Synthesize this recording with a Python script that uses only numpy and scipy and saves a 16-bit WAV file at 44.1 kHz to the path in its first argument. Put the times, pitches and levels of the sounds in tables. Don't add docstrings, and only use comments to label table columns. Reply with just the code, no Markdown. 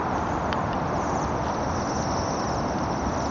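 import sys
import numpy as np
from scipy import signal
from scipy.fft import rfft, irfft
from scipy.io import wavfile
from scipy.ndimage import uniform_filter1d

SR = 44100
rng = np.random.default_rng(int(sys.argv[2]) if len(sys.argv) > 2 else 0)


def transcribe(signal):
    frames = np.atleast_2d(signal).T
    limited = np.clip(frames, -1, 1)
    pcm = np.round(limited * 32767).astype(np.int16)
    wavfile.write(sys.argv[1], SR, pcm)


N = 145530


def amp(db):
    return 10 ** (np.asarray(db) / 20)


def unit(x):
    return x / np.sqrt(np.mean(x ** 2) + 1e-20)


def curve_at(points, hz):
    f, db = np.transpose(points)
    return np.interp(np.log(hz + 1), np.log(f + 1), db)


def bell(hz, centre_hz, octaves):
    return np.exp(-.5 * (np.log2((hz + 1) / centre_hz) / octaves) ** 2)


def equalise(x, points):
    gain = amp(curve_at(points, np.fft.rfftfreq(2 * N, 1 / SR)))
    return irfft(rfft(x, 2 * N) * gain)[:N]


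def add(mix, s, sound):
    at = round(s * SR)
    sound = sound[max(-at, 0):]
    part = mix[max(at, 0):][:len(sound)]
    part += sound[:len(part)]


def drift(t, step_s, count=48):
    return np.interp(t / step_s, np.arange(count), rng.standard_normal(count))


TYRE_DB_PER_S, DRONE_DB_PER_S = -0.75, 0.4
# frequency in Hz, relative level in dB.
TRAFFIC_EQ = [(20, -27), (36, -20), (50, -3.5), (64, -3), (76, -2), (95, -1), (200, -1), (310, -1),
              (410, -6.5), (700, -1.5), (980, -3), (1400, -11.5), (2000, -21), (3000, -30.5), (4500, -34),
              (6000, -38), (7200, -50.5)]
# time in seconds, boost or cut in dB.
RUMBLE_RIDE = [(0, 0.5), (.6, -0.6), (.95, 1.6), (1.3, 0.8), (1.9, 0.5), (2.15, 0.5), (2.42, -0.1),
               (2.85, 1), (3.3, -0.5)]


def traffic():
    frames, hz = N // 1024 + 5, np.fft.rfftfreq(4096, 1 / SR)
    t = np.arange(frames)[:, None] * 1024 / SR
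    real, imag, patches = rng.standard_normal((3, frames, len(hz)))
    patches = uniform_filter1d(patches, size=4, axis=0)
    patches_db = 0.35 * unit(uniform_filter1d(patches, size=24, axis=1))
    tyres = TYRE_DB_PER_S * bell(hz, centre_hz=1250, octaves=0.62)
    drone = DRONE_DB_PER_S * bell(hz, centre_hz=75, octaves=0.78)
    shift_db = (t - N / SR / 2) * (tyres + drone)
    rumble_db = np.interp(t, *np.transpose(RUMBLE_RIDE)) * bell(hz, centre_hz=190, octaves=0.54)
    spectra = (real + 1j * imag) * amp(curve_at(TRAFFIC_EQ, hz) + patches_db + rumble_db + shift_db)
    roar = signal.istft(spectra.T, nperseg=4096, noverlap=3072)[1][:N]
    return amp(-26.5) * unit(roar)


def engine_hum(pitch_hz=75.4):
    t = np.arange(N) / SR
    hz = pitch_hz * (1 + 0.051 * drift(t, step_s=.09))
    level = amp(DRONE_DB_PER_S * t) * (1 + 0.19 * drift(t, step_s=0.13))
    return amp(-43) * unit(level * np.sin(2 * np.pi * np.cumsum(hz) / SR))


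# frequency in Hz, relative level in dB.
RUSTLE_EQ = [(1000, -36), (2200, -10), (3200, -2), (5000, -15), (7500, -14)]


def rustle(peak_s=1.47, width_s=0.025, grains_per_s=1500):
    swell = np.exp(-.5 * ((np.arange(N) / SR - peak_s) / width_s) ** 2)
    grains = rng.standard_normal(N) * (rng.random(N) < grains_per_s / SR)
    return amp(-46) * swell * unit(equalise(grains, RUSTLE_EQ))


# frequency in Hz, relative level in dB, seconds to fall 60 dB.
TWIG_MODES = [(1000, -7.5, 0.0044), (1330, 7.5, 0.0089), (1660, -4, 0.0067), (2970, -4, 0.022),
              (3600, -6, 0.016), (4760, 0.5, 0.0054)]
# start in seconds, peak of the first break in dB, brightness in dB per octave,
# strength of the second break against the first, ring time multiplier.
TWIG_SNAPS = [(.1812, -26, 2, 0.23, 0.87), (.2705, -32, 7, 0.27, 0.92), (.2905, -32, 4, 0.24, 1.0),
              (.3020, -35, 7, .3, 1.0), (.5277, -9.3, -.4, .4, .85), (.7305, -20.5, 0, .7, 2.0),
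              (1.4840, -29.5, 8, 0.86, 1.0), (1.4958, -31.5, 4, .6, 1.0), (2.7847, -29, 4.5, 0.7, 1.3)]


def twigs(splinter_s=0.001134, attack_s=0.0002):
    out, t = np.zeros(N), np.arange(SR // 40) / SR
    attack = 1 - np.exp(-(t / attack_s) ** 2)
    for start, peak_db, brightness, second, ring_scale in TWIG_SNAPS:
        for delay, strength in (0, 1), (splinter_s, second):
            ring = np.zeros(len(t))
            for hz, db, t60 in TWIG_MODES:
                decay = amp(db + brightness * np.log2(hz / 1000) - 60 * t / (t60 * ring_scale))
                detune = 1 + 0.032 * rng.standard_normal()
                ring += attack * decay * np.sin(2 * np.pi * hz * detune * t)
            add(out, start + delay, strength * amp(peak_db) * ring / abs(ring).max())
    return out


def thicket(calls, wet_db=-9.5, t60_s=0.12, echoes=700):
    delay_s = .003 + (np.arange(echoes) + rng.random(echoes)) / 2000
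    taps = np.zeros(SR)
    taps[(delay_s * SR).astype(int)] = rng.choice([-1, 1], echoes) * amp(-60 * delay_s / t60_s)
    return calls + amp(wet_db) * signal.fftconvolve(calls, taps / np.linalg.norm(taps))[:N]


SLIDE_TOWARD_HZ, SLIDE_RISE_DB = 4686, 2
PLUNGE_S, PLUNGE_HZ = 0.0078, 3210
ATTACK_S, RELEASE_S, FLUTTER_DB = 0.012, 0.0016, 4


def syllable(period, top_hz, plunge_db, flick_s):
    knee_s = 0.87 * period
    knee_hz = top_hz + 0.53 * (SLIDE_TOWARD_HZ - top_hz)
    end_s = knee_s + PLUNGE_S
    t = np.arange(0, end_s, 1 / SR)
    flick = 1 - 0.22 * np.maximum(1 - t / flick_s, 0) ** 2
    slide = np.clip((t - flick_s) / (knee_s - flick_s), 0, 1)
    plunge = np.clip((t - knee_s) / PLUNGE_S, 0, 1)
    hz = flick * (knee_hz + (top_hz - knee_hz) * (1 - slide) ** 0.97)
    hz += (PLUNGE_HZ - knee_hz) * plunge ** 1.3
    hz *= 1 + .011 * drift(t, step_s=0.00401) + 0.026 * plunge * drift(t, step_s=.0015)
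    plunge_db += 2 * (rng.random() - rng.random())
    envelope = np.minimum(t / ATTACK_S, 1) * np.minimum((end_s - t) / RELEASE_S, 1)
    level_db = SLIDE_RISE_DB * slide + plunge_db * plunge + FLUTTER_DB * drift(t, step_s=.005)
    return np.sqrt(2) * envelope * amp(level_db) * np.sin(2 * np.pi * np.cumsum(hz) / SR)


def trill(start, count, period, first_hz, last_hz, first_db, last_db, plunge_db, flick_s):
    out = np.zeros(N)
    for k, progress in enumerate(np.linspace(0, 1, round(count))):
        late, loud = rng.standard_normal(2)
        gain = amp(first_db + progress * (last_db - first_db) + 0.5 * loud)
        top_hz = first_hz + progress * (last_hz - first_hz)
        add(out, start + k * period + 0.00086 * late, gain * syllable(period, top_hz, plunge_db, flick_s))
    return out


# time in seconds, level in dB, typical top pitch in Hz.
CHORUS_RIDE = [(0, -67, 6440), (.3, -55, 6890), (0.549, -64, 6780), (0.851, -62.5, 6480), (1.1, -48, 6840),
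               (1.35, -56, 6456), (1.702, -51, 6210), (2.0, -43.5, 6156), (2.3, -48, 6036),
               (2.5, -44.5, 5990), (2.8, -50.5, 6147), (3.3, -46, 6120)]


def chorus(trills=52):
    times, level_db, top_hz = np.transpose(CHORUS_RIDE)
    out = np.zeros(N)
    for start in np.linspace(-.3, N / SR, trills):
        late, pace, pitch = rng.standard_normal(3)
        first_hz, last_hz = np.interp([start, start + .3], times, top_hz) * (1 + 0.025 * pitch)
        out += trill(start + .03 * late, count=6, period=0.051 * (1 + .06 * pace), first_hz=first_hz,
                     last_hz=last_hz, first_db=-3.5, last_db=0.5, plunge_db=-3.5, flick_s=0.011)
    return unit(out) * amp(np.interp(np.arange(N) / SR, times, level_db))


# start in seconds, syllable count, syllable period in seconds,
# first and last top pitch in Hz, first and last relative level in dB,
# level change over the plunge in dB, opening flick in seconds.
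NEAR_TRILLS = [ (-.005, 2, .0604, 6700, 6300, -56, -62, -10, .005),
               (.010, 3, .0604, 5800, 6100, -58, -55, -2, .011),
               (.124, 4, .0530, 7050, 7100, -57, -57, -14, .005),
               (.147, 4, .0490, 6600, 6700, -55, -57, -2, .008),
               (.320, 3, .0510, 7200, 7100, -57, -56, -14, .005),
               (.378, 3, .0500, 6700, 6600, -58, -55, -6, .008),
               (.490, 4, .0540, 7100, 7000, -54, -56, -14, .005),
               (.623, 6, .0604, 6100, 5700, -59, -53, 5, .011),
               (.868, 2, .0540, 6700, 6450, -58, -53, -12, .005),
               (.971, 5, .0555, 6850, 6900, -50, -49, -16, .005),
               (.997, 5, .0509, 6400, 6200, -50, -47, -3, .009),
               (1.038, 4, .0530, 7000, 7000, -52, -50, -16, .011),
               (1.210, 3, .0590, 7200, 7100, -56, -60, -16, .005),
               (1.243, 4, .0512, 6500, 6300, -54, -53, -8, .011),
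               (1.345, 11, .0508, 6100, 6150, -52, -47, -1, .011),
               (1.446, 11, .0545, 6350, 6200, -53, -45, -6, .011),
               (1.688, 7, .0510, 7200, 7400, -57, -52, -16, .005),
               (1.731, 10, .0493, 6100, 6200, -45, -44, -10, .013),
               (1.900, 8, .0515, 5800, 5700, -47, -44, -16, .011),
               (2.105, 6, .0502, 6250, 6200, -44, -43, -7, .009),
               (2.227, 7, .0535, 6300, 6250, -43, -47, -7, .013),
               (2.387, 4, .0540, 6000, 5900, -47, -47, -6, .011),
               (2.425, 3, .0510, 7050, 7250, -59, -50, -16, .005),
               (2.592, 5, .0505, 6200, 6250, -49, -49, -8, .011),
               (2.876, 7, .0553, 6050, 6000, -50, -46, 3, .013),
               (2.955, 3, .0555, 7050, 7050, -61, -61, -16, .005),
               (3.108, 4, .0490, 7100, 7300, -53, -52, -16, .005),
               (3.130, 4, .0520, 6100, 6150, -50, -49, -6, .011)]


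def near_birds(fader_db=-3):
    return amp(fader_db) * sum(trill(*cue) for cue in NEAR_TRILLS)


def scene():
    birds = thicket(near_birds() + chorus())
    return (birds + twigs() + rustle() + traffic() + engine_hum())[None]


# frequency in Hz, gain in dB.
MIC_EQ = [(1, 1.5), (6200, -0.5), (6800, -1.5), (7200, -6), (7600, -13.5)]


def record(dry, cutoff_hz=7550):
    lowpass = signal.firwin(401, cutoff_hz, window=("kaiser", 9), fs=SR)
    return signal.fftconvolve(equalise(dry[0], MIC_EQ), lowpass, "same")[None]


dry = scene()
out = record(dry)
transcribe(out)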